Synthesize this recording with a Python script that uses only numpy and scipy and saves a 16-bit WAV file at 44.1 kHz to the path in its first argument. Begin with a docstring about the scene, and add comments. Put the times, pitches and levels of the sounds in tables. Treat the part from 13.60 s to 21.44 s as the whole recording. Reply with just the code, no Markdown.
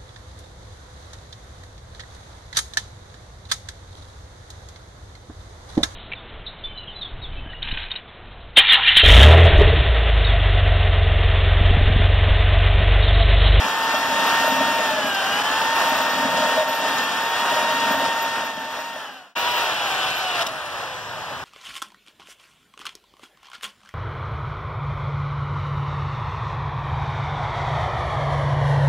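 """An electric drill turns a paddle in a plastic bucket of mortar, close to a pair of microphone ports.
The motor whines on multiples of its shaft speed over the shaped noise of housing, gears, air and brushes.
The paddle scrapes and knocks the ringing bucket, the bench rumbles, and short bright noise bursts stand out.
The sound fades away and comes back at once with the paddle being lifted out; the trigger clacks and
the motor coasts down."""
import sys
import numpy as np
from scipy import signal
from scipy.fft import rfft, irfft, next_fast_len
from scipy.io import wavfile
from scipy.ndimage import uniform_filter1d, map_coordinates

SR = 44100
rng = np.random.default_rng(int(sys.argv[2]) if len(sys.argv) > 2 else 0)


def master_out(mix):
    """Clip the mix to full scale and print it as 16-bit PCM to the path in sys.argv[1]."""
    frames = np.transpose(np.atleast_2d(mix))
    ceiling = np.clip(frames, -1, 1)
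    pcm = np.round(ceiling * 32767).astype(np.int16)
    wavfile.write(sys.argv[1], SR, pcm)


N = 345744
GAP_S = 5.752  # the mixing ends and the lifting out begins

# resonances of the bucket wall: (frequency [Hz], width [Hz], level [dB])
WALL_MODES = [(194, 58, -7), (271, 24, 0)]
# resonances of the bucket rim: (frequency [Hz], width [Hz], level [dB])
RIM_MODES = [(502, 12, -6.5), (620, 33, 3), (920, 110, -20)]
# bands where the left port gains a whole cycle on the right, while mixing: (centre [Hz], width [Hz])
CROSS_MIXING = [(2180, 407), (4250, 750), (6500, 730), (8900, 860), (11000, 640), (13000, 800),
                (15300, 960)]


def amp(db):
    """Gain of a level in dB."""
    return 10 ** (np.asarray(db) / 20)


def unit(x):
    """x at rms 1."""
    return x / np.sqrt(np.mean(x ** 2) + 1e-20)


def along(points, hz):
    """Value at hz between (Hz, value) points on a log frequency axis."""
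    f, values = np.transpose(points)
    return np.interp(np.log(hz + 1), np.log(f + 1), values)


def curves(*tables):
    """One value per sample for each column after the time."""
    s, *columns = np.transpose(np.concatenate(tables))
    return [np.interp(np.arange(N) / SR, s, column) for column in columns]


def wobble(rate):
    """A smooth random curve, rate knots a second."""
    coarse = np.arange(0, N + 32, 32)
    knots = rng.standard_normal(int(N * rate / SR) + 4)
    return np.interp(np.arange(N), coarse, map_coordinates(knots, [coarse * rate / SR]))


def filtered(x, response):
    """x times a complex response of frequency."""
    m = next_fast_len(N + SR // 2)
    return irfft(rfft(x, m) * response(np.fft.rfftfreq(m, 1 / SR)), m)[..., :N]


def modes(table):
    """Causal response of a few resonances, alternating in sign."""
    def response(f):
        total = 0
        for k, (centre, width, db) in enumerate(table):
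            damping = 1j * f * width
            total = total + (-1) ** k * amp(db) * damping / (centre * centre - f * f + damping)
        return total
    return response


def lead(crossings, hz):
    """Phase by which the left port leads, in radians."""
    return sum(np.pi * (1 + np.tanh((hz - centre) / width)) for centre, width in crossings)


def ports(pair, response):
    """Two unrelated signals become the part common to both ports and the part that differs."""
    # likeness of the ports where they are in step: (frequency [Hz], likeness [0 to 1])
    alike = [(40, .12), (130, 0.71), (300, .83), (700, 0.96), (1100, .999), (1700, 0.98), (3250, 0.92),
             (5500, .88), (7700, 0.63), (10000, 0.48), (12000, 0.37), (15000, .4)]
    loss_quarter, loss_half = 0.31, 0.11  # likeness lost to a quarter and to half a cycle between ports

    def angle(hz):
        phase = lead(CROSS_MIXING, hz)
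        kept = 1 - loss_quarter * np.sin(phase) ** 2 - loss_half * np.sin(phase / 2) ** 2
        return np.arccos(np.clip(along(alike, hz) * kept, -1, 1)) / 2

    shaped = filtered(pair, lambda hz: response(hz) * [np.cos(angle(hz)), np.sin(angle(hz))])
    return unit(shaped) / np.sqrt(2)


def rush(spectrum, patchy_db):
    """Noise of a given spectrum, with patches of random gain in time and frequency."""
    z = signal.stft(rng.standard_normal((2, N)), nperseg=512)[2]
    field = rng.standard_normal(z.shape[1:])
    field = uniform_filter1d(uniform_filter1d(field, 8, 0), 8, 1)
    pair = signal.istft(z * amp(patchy_db * unit(field)), nperseg=512)[1][:, :N]
    return ports(pair, lambda hz: amp(along(spectrum, hz)))


def lifted():
    """1 once the paddle is being lifted out."""
    return np.arange(N) > GAP_S * SR


def shaft():
    """Shaft speed in Hz set by the trigger finger, then free coasting; inertia rounds off the changes."""
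    # speed while mixing and while lifting out, before the rounding: (time [s], speed [Hz])
    speed = [
        [(0, 443.6), (0.2, 451.2), (0.7, 458.2), (1.17, 459.2), (1.27, 450.3), (1.45, 412.8), (1.58, 389),
         (1.65, 384.3), (1.82, 421.5), (1.95, 443), (2.1, 455), (2.4, 459.5), (3.05, 459.3), (3.35, 453.5),
         (3.5, 445.3), (3.65, 458.5), (3.9, 467.2), (4.1, 464.3), (4.35, 459.2), (4.85, 457.3), (5.02, 446.5),
         (5.25, 465.4), (5.35, 458.4), (5.5, 408), (5.6, 371.8), (5.74, 335.4)],
        [(5.755, 472.2), (5.93, 485.4), (5.99, 475), (6.2, 415.8), (6.36, 379), (6.43, 377), (6.57, 385),
         (6.64, 375.5)],
    ]
    coast_s, inertia_s = 1.8, 0.06  # time constant of the coasting, span of the rounding
    coasting_from_s = speed[-1][-1][0]
    since = np.maximum(np.arange(N) / SR - coasting_from_s, 0)
    hz = curves(*speed)[0] * np.exp(-since / coast_s)
    parts = (hz[~lifted()], hz[lifted()])
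    return np.concatenate([uniform_filter1d(p, int(inertia_s * SR), mode="nearest") for p in parts])


def loudness():
    """Swing of the tool's level about its usual value, in dB, with brief dips."""
    # loudness of the tool ahead of the dips, while mixing and while lifting out: (time [s], level [dB])
    tool = [
        [(0, -23.5), (.3, -23), (.62, -20.5), (.85, -20.5), (1.32, -21.5), (1.56, -23.5), (1.78, -21.5),
         (2.0, -23), (2.24, -21), (2.62, -23.5), (2.78, -22), (3.0, -23.5), (3.3, -23), (3.85, -24.5),
         (3.98, -21.5), (4.3, -22.5), (4.74, -24.5), (5.0, -27.5), (5.25, -24), (5.5, -24), (5.74, -22)],
        [(5.77, -23.5), (5.93, -22.5), (6.25, -24.5), (6.47, -23.5), (6.78, -24.5), (6.85, -24), (6.95, -26),
         (7.1, -26), (7.5, -28), (7.84, -28.5)],
    ]
    # brief dips of the level: (time [s], change [dB], length [s])
    dips = [(1.52, -1, .02), (1.83, -5, 0.0085), (2.036, -1, 0.01), (3.06, -4.5, .03), (4.368, -2.5, 0.025),
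            (4.53, -1.5, 0.034)]
    usual_db = -23
    t = np.arange(N) / SR
    dip_db = sum(db * np.exp(-((t - s) / length) ** 2) for s, db, length in dips)
    return curves(*tool)[0] - usual_db + dip_db


def follow(swing_db, usual_db, grows, lifted_db, off_db):
    """Gain of a layer that follows the tool's swing, the lifting out and the end of the current."""
    off_s, off_fall_s = 6.828, 0.0059  # the trigger is let go and the current stops
    off = (1 + np.tanh((np.arange(N) / SR - off_s) / off_fall_s)) / 2
    return amp(usual_db + grows * swing_db + lifted_db * lifted() + off_db * off)


def trigger():
    """The switch clacks as it is let go: decaying modes and a snap of noise from the plastic."""
    # trigger clacks: (time [s], drive level [dB])
    clacks = [(6.812, -23), (6.868, -21.5)]
    # trigger modes, each level scattered from clack to clack: (frequency [Hz], level [dB], t60 [s])
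    latch = [(2900, 3, 0.032), (3740, 4, 0.025), (5180, -1, .022), (7800, -13, .02)]
    out, t = np.zeros(N + SR), np.arange(SR // 10) / SR
    for s, db in clacks:
        ring = 0
        for hz, level, t60 in latch:
            ring = ring + amp(level + rng.normal(0, 1.52) - 60 * t / t60) * np.sin(2 * np.pi * hz * t)
        crack = 1.1 * amp(-60 * t / 0.023) * np.diff(rng.standard_normal(len(t) + 1)) / 2
        out[round(s * SR):][:len(t)] += amp(db) * (ring + crack) * (1 - np.exp(-t / 0.002))
    return out[:N]


def bright_bursts():
    """Short bright noise bursts: grit on the wall, and the snap of the trigger near 6.8 s."""
    # bursts, level ahead of their rise and fall: (time [s], level [dB])
    bursts = [(0.9567, -31), (1.266, -39), (1.545, -28), (1.64, -32), (1.81, -31), (2.7694, -28),
              (2.9194, -37), (3.381, -26), (4.1992, -31), (4.4494, -29), (4.8994, -37), (6.501, -28),
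              (6.786, -34), (6.808, -29), (6.82, -25), (6.8644, -26), (6.885, -34)]
    # weaker bursts at chance moments while mixing
    stray_count, stray_db, stray_range_db = 45, -39, 6
    length_s, rise_s = 0.011, 0.0014
    strays = [(u * GAP_S, stray_db + stray_range_db * v) for u, v in rng.random((stray_count, 2))]
    t = np.arange(SR // 10) / SR
    burst = np.exp(-(t / length_s) ** 2) * (1 - np.exp(-t / rise_s))
    shape = np.zeros(N + SR)
    for s, db in bursts + strays:
        shape[round(s * SR):][:len(t)] += amp(db) * burst
    bright = [(1200, -40), (2500, 3), (5000, 2), (9000, -11.5), (16000, -24)]  # (Hz, dB)
    return shape[:N] * rush(bright, patchy_db=2.5)


def blows():
    """The hardest blows of a blade on the bucket: soft pushes about 8 ms long ring rim and wall."""
    # blows, levels ahead of the drive gains below: (time [s], rim level [dB], wall re rim [dB])
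    hardest = [(0.336, -20, -12), (0.519, -22, -10), (0.627, -26, -18), (0.838, -16.5, -19),
               (0.874, -18, -17), (0.918, -21, -10), (0.971, -22, -18), (1.005, -19, -4), (1.123, -22, -16),
               (1.163, -25, -17), (1.2, -22, -20), (1.305, -19, -15), (1.378, -21, -21), (1.45, -20.5, -14),
               (1.707, -27, -8), (1.753, -25, -9), (2.12, -27, -17), (2.44, -27, -19), (2.572, -20, -11),
               (2.663, -29, -10), (2.727, -17, -11), (2.775, -17.5, -11), (2.822, -18, -14),
               (2.87, -21, -15), (2.919, -28, -13), (2.973, -13, -20), (3.003, -15, -33), (3.089, -20, -12),
               (3.138, -21, -25), (3.196, -24, -16), (3.25, -26.5, -8), (3.334, -25, -11),
               (3.713, -28, -17), (3.819, -29, -5), (3.917, -19, -12), (3.96, -21, -18), (3.986, -26, -12),
               (4.037, -21, -15), (4.085, -26, -10), (4.18, -24, -8), (4.338, -19, -21), (4.639, -26, -15),
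               (4.83, -22.5, -13), (5.182, -21, -16), (5.357, -19, -19)]
    rim, wall = np.zeros(N + SR), np.zeros(N + SR)
    push, t = np.hanning(350), np.arange(350) / SR
    rim_push = push * np.sin(2 * np.pi * RIM_MODES[1][0] * t)
    wall_push = push * np.sin(2 * np.pi * WALL_MODES[1][0] * t)
    for s, db, wall_db in hardest:
        rim[round(s * SR):][:350] += amp(db + 7.0) * rim_push
        wall[round(s * SR):][:350] += amp(db + wall_db + 11.0) * wall_push
    return filtered(rim[:N], modes(RIM_MODES)) + filtered(wall[:N], modes(WALL_MODES))


def bucket(turns):
    """Blades pass the wall at a share of the shaft speed; each uneven scrape rings the bucket."""
    # paddle along the bucket, ahead of the trims below: (time [s], wall boom [dB], rim knock [dB])
    paddle = [
        [(0, -35, -36), (.09, -42, -43), (.3, -41, -37.5), (.56, -36.5, -27.5), (.71, -37, -36),
         (.85, -35, -26.5), (1.04, -31, -25), (1.18, -38, -29), (1.47, -35, -29), (1.62, -43, -37),
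         (1.73, -37, -37), (1.9, -42, -43), (2.3, -38.5, -30.5), (2.45, -39, -29), (2.62, -33, -30),
         (2.76, -29, -22.5), (2.9, -40, -25), (3.0, -38, -19.5), (3.1, -45, -32), (3.3, -37.5, -33),
         (3.8, -45, -40), (3.96, -38, -31), (4.24, -36, -28), (4.43, -33.5, -24.5), (4.55, -41.5, -28),
         (4.75, -41, -38), (5.3, -37.5, -30), (5.45, -41, -32), (5.74, -32, -31)],
        [(5.77, -44, -38), (6.0, -59, -37), (6.28, -57, -43), (6.5, -49, -37), (6.6, -57, -49),
         (6.88, -46, -44), (7.0, -56, -46), (7.35, -60, -54), (7.5, -53, -36), (7.65, -60, -48),
         (7.73, -50, -34), (7.84, -50, -52)],
    ]
    # bench rumble with the usual boom: (time [s], level [dB])
    bench_level = [(0, -53), (2.7, -52), (3.2, -53), (4.7, -54), (5.74, -53), (5.77, -57), (6.0, -53),
                   (6.3, -43), (6.9, -49), (7.3, -43), (7.6, -41), (7.84, -40)]
    # spectrum of the bench rumble: (frequency [Hz], density [dB per Hz])
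    rumble = [(15, -42), (40, -15), (100, 0.5), (150, 1), (220, -11.5), (320, -53)]
    knocks_per_turn = 1 / 20  # blades passing the wall for each turn of the motor shaft
    usual_boom_db, bench_grows = -39, 0.4  # growth in dB per dB of boom
    boom_db, knock_db = curves(*paddle)

    blade_count = np.floor(turns * knocks_per_turn + 0.28 * wobble(14))
    passes = np.flatnonzero(np.diff(blade_count) > 0)
    hits = np.zeros(N)
    hits[passes] = amp(4.0 * rng.standard_normal(len(passes)))
    drag = unit(signal.fftconvolve(hits, np.hanning(800))[:N])  # each scrape swells and fades within 18 ms

    def wall_response(f):
        return modes(WALL_MODES)(f) * (f / (f + 150)) ** 2

    boom = ports((drag + 1.75) * rng.standard_normal((2, N)), wall_response)
    knock = ports((drag + 2.3) * rng.standard_normal((2, N)), modes(RIM_MODES))
    # the bench carries the shaking
    bench_db = curves(bench_level)[0] + bench_grows * (boom_db - usual_boom_db) + 1.2 * wobble(12)
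    bench = amp(bench_db) * rush(rumble, patchy_db=-0.1)
    return amp(boom_db - 1.5) * boom + amp(knock_db - 5.0) * knock + bench


def roar(turns, swing_db):
    """Noise of housing, gears, cooling air and brushes, shaking together as the load jolts."""
    # spectrum of the housing: (frequency [Hz], density [dB per Hz])
    housing_spectrum = [(150, -28), (300, -14), (450, -9), (700, -1.5), (1000, -1), (1400, -1.5),
                        (1800, -4), (2050, -10), (2400, -32)]
    # spectrum of the gears: (frequency [Hz], density [dB per Hz])
    gear_spectrum = [(1800, -17), (2150, -4.5), (2800, -0.5), (3300, -2.5), (3800, -6), (4400, -9.5),
                     (5200, -35)]
    # spectrum of the cooling air: (frequency [Hz], density [dB per Hz])
    air_spectrum = [(3600, -27), (4400, 0.5), (5500, 0.5), (7000, -5.5), (9000, -12), (11000, -25)]
    # spectrum of the brushes: (frequency [Hz], density [dB per Hz])
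    brush_spectrum = [(7500, -28), (9500, 0.5), (11000, 0), (13000, -6), (16000, -2)]
    jolt, sway = wobble(18), wobble(7)
    pulse = 1 + 0.23 * np.cos(4 * np.pi * turns)  # the armature pulls twice a turn

    # follow: usual level [dB], dB per dB of swing, change once lifted [dB], change without current [dB]
    housing = follow(swing_db, -25, 0.77, -0.8, -4) * amp(0.85 * jolt + 1.0 * sway)
    gears = follow(swing_db, -29.5, 0.83, 2.5, -7.5) * amp(0.36 * jolt + 0.82 * sway) * pulse
    air_shake_db = 0.5 * jolt + 0.73 * sway + 0.64 * wobble(60)
    air = follow(swing_db, -36, 0.95, -0.5, -5.5) * amp(air_shake_db) * pulse
    brush_shake_db = 0.77 * jolt + 1.1 * sway + 1.1 * wobble(25) + 1.5 * wobble(80)
    brushes = follow(swing_db, -48, 1.5, 1, -16) * amp(brush_shake_db) * pulse

    return (housing * rush(housing_spectrum, patchy_db=0.22)
            + gears * rush(gear_spectrum, patchy_db=0.86)
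            + air * rush(air_spectrum, patchy_db=1.0)
            + brushes * rush(brush_spectrum, patchy_db=2.0))


def tones(turns, multiples, flicker_db, drift, spread):
    """Sines on multiples of the shaft, fluttering in level, in phase and in phase between the ports."""
    # tones grow rougher late in the fade and on through the lifting out: (time [s], factor on the drift)
    roughening = [(5.3, 0.98), (5.5, 1.96), (6.9, 2.25), (7.84, 2.57)]
    # the casing passes a tone on more or less as it glides: (frequency [Hz], gain [dB])
    casing = [(400, -9.5), (600, -2), (720, -5), (830, -4), (920, 0), (1080, -1), (1220, -7), (1400, -0.5),
              (1830, -0.5), (2000, -2), (2400, -8), (2700, -1), (2950, 7.5), (3150, 3), (3350, -1),
              (3520, -4), (3700, -3), (4000, -6), (5500, 0), (7000, 0), (8500, -3.5), (9700, -1),
              (10350, 0), (11200, -6), (12500, 2), (13700, -5), (14300, 1.5), (15000, 7)]
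    out, roughness, hz = np.zeros((2, N)), curves(roughening)[0], np.gradient(turns) * SR
    for k, db in multiples:
        flutter_db = flicker_db * (0.34 * wobble(12) + 0.75 * wobble(45))
        size = amp(db + along(casing, k * hz) + flutter_db) * np.sqrt(2)
        phase = 2 * np.pi * k * turns + roughness * drift * wobble(50)
        gap = spread * wobble(5)
        # sum and difference of the two rows are sines at phase + gap and phase - gap
        out += size * np.array([np.sin(phase) * np.cos(gap), np.cos(phase) * np.sin(gap)])
    return out


def motor(turns, swing_db):
    """Magnetic hum and its overtones, gear mesh and the whistle of fan blades and commutator."""
    # tones beside the hum, ahead of the casing: (shaft multiple, level re the 2x hum [dB])
    with_hum = [(1, -18), (3, -13.5), (5, -15), (10, -21), (12, -24), (15, -30)]
    # gear mesh tones, ahead of the casing: (shaft multiple, level re the mesh layer [dB])
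    gear_mesh = [(2.41, -5), (4.82, -6), (5.219, -23), (7.22, -1.5)]
    # tones beside the whistle, ahead of the casing: (shaft multiple, level re the whistle [dB])
    with_whistle = [(26.8, -20), (29, -18), (32, -24)]
    # commutator bars sing as the motor coasts: (time [s], level of their layer [dB])
    coasting = [(0, -90), (7.26, -78), (7.36, -62), (7.48, -57), (7.58, -65), (7.68, -76), (7.84, -85)]
    # hum and whistle rise and fall in level: (time [s], hum [dB], whistle [dB])
    rise_and_fall = [(0, -1, 0), (.45, 0, 0), (1.2, -0.5, 1), (1.45, -4, 0), (1.7, 1.5, 0), (1.92, -2, -4),
                     (2.2, 0.5, 5), (2.8, -1, -1), (3.1, 0.5, 4), (3.53, -4, -1), (3.65, 0, 2),
                     (4.1, -0.5, 0), (4.7, 1, -2), (5.05, -0.5, -1), (5.3, 0, 3), (5.7, 1, -6),
                     (5.93, 1.5, 2), (6.1, -2, -3), (6.3, 2, 3), (6.4, -1, -5), (6.5, -7, -1),
                     (6.57, -10, 4), (6.66, 3.5, -8), (6.95, 2, 3.5), (7.15, -8, 0), (7.35, -1, 0),
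                     (7.6, -8, -7.5), (7.84, -8, -6)]
    hum_db, whistle_db = curves(rise_and_fall)

    # follow: usual level [dB], dB per dB of swing, change once lifted [dB], change without current [dB]
    out = follow(swing_db, -27, 0.97, -2.5, -5) * amp(hum_db) * tones(
        turns, [(2, 0)] + with_hum, flicker_db=2.0, drift=0.22, spread=0.027)
    # overtones of the hum
    out += follow(swing_db, -31.5, 0.76, -4.5, -4) * tones(
        turns, [(4, 0)], flicker_db=2.0, drift=0.33, spread=0.11)
    out += follow(swing_db, -41.5, 1.2, 1, -6) * tones(
        turns, [(6, 0.0014)], flicker_db=3.5, drift=0.8, spread=0.41)
    out += follow(swing_db, -39.5, 0.5, -1.5, -12) * tones(
        turns, [(8, 0)], flicker_db=4, drift=0.55, spread=0.19)
    # gear mesh
    out += follow(swing_db, -38.5, 0.9, -5, -4) * tones(
        turns, gear_mesh, flicker_db=4.2, drift=0.7, spread=0.11)
    # whistle, then a rougher tone below it
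    out += follow(swing_db, -51.5, 0.7, 1, -2.5) * amp(whistle_db + 2.8 * wobble(100)) * tones(
        turns, [(31, 0)] + with_whistle, flicker_db=5.0, drift=0.7, spread=0.34)
    out += follow(swing_db, -58, 0.9, -2, -6) * amp(whistle_db) * tones(
        turns, [(22.53, 0)], flicker_db=4.0, drift=1.4, spread=0.45)
    # commutator bars
    out += amp(curves(coasting)[0]) * tones(
        turns, [(24, 9), (40, -19)], flicker_db=2.0, drift=0.55, spread=0.3)
    return out


def scene():
    """Both ports share the clack and the hard blows; every other source also has a part that differs."""
    turns, swing_db = np.cumsum(shaft()) / SR, loudness()
    common, apart = bright_bursts() + bucket(turns) + roar(turns, swing_db) + motor(turns, swing_db)
    common = common + trigger() + blows()
    return np.array([common + apart, common - apart])


def heard(dry, tilt, crossings):
    """Colour and phase of each microphone port for one position of the tool."""
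    top_hz, low_hz = 15750, 44  # nothing is kept above the top; the ports lose the deepest bass
    side = np.array([[0.5], [-0.5]])

    def response(hz):
        colour = amp(side * along(tilt, hz)) * np.exp(1j * side * lead(crossings, hz))
        return colour * (hz < top_hz) * hz ** 2 / (hz ** 2 + low_hz ** 2)

    return filtered(dry, response)


def record(dry):
    """A fade to silence and a quick return, after which the tool stands elsewhere."""
    # balance of the ports while mixing: (frequency [Hz], left minus right [dB])
    tilt_mixing = [(60, 7), (180, 7.5), (260, 0.5), (550, 2), (1140, -0.5), (1800, -3), (2100, 5.5),
                   (2500, 2.5), (3440, 1), (5000, 2.5), (7200, 3.5), (10400, -0.5), (15000, -1.5)]
    # balance of the ports while lifting out: (frequency [Hz], left minus right [dB])
    tilt_lifting = [(60, 9), (180, 4.5), (260, 1.5), (550, -.5), (1140, 0), (1600, 2), (1950, -0.5),
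                    (2500, 0), (3440, 1), (5000, 2.5), (7200, 2), (10400, -.5), (15000, -.5)]
    # bands where the left port gains a whole cycle, while lifting out: (centre [Hz], width [Hz])
    cross_lifting = [(2130, 600), (4320, 830), (6550, 1140), (8800, 1000), (11000, 920), (13000, 800),
                     (15200, 800)]
    fade_s, fade_power, return_s = 1.13, 1.136, 0.02  # length and bend of the fade, rise of the return
    left_s = GAP_S - np.arange(N) / SR
    fade = np.clip(left_s / fade_s, 0, 1) ** fade_power
    back = np.clip(-left_s / return_s, 0, 1)
    mixing = heard(dry * fade, tilt_mixing, CROSS_MIXING)
    return mixing + heard(dry * back, tilt_lifting, cross_lifting)


dry = scene()
out = record(dry)
master_out(out)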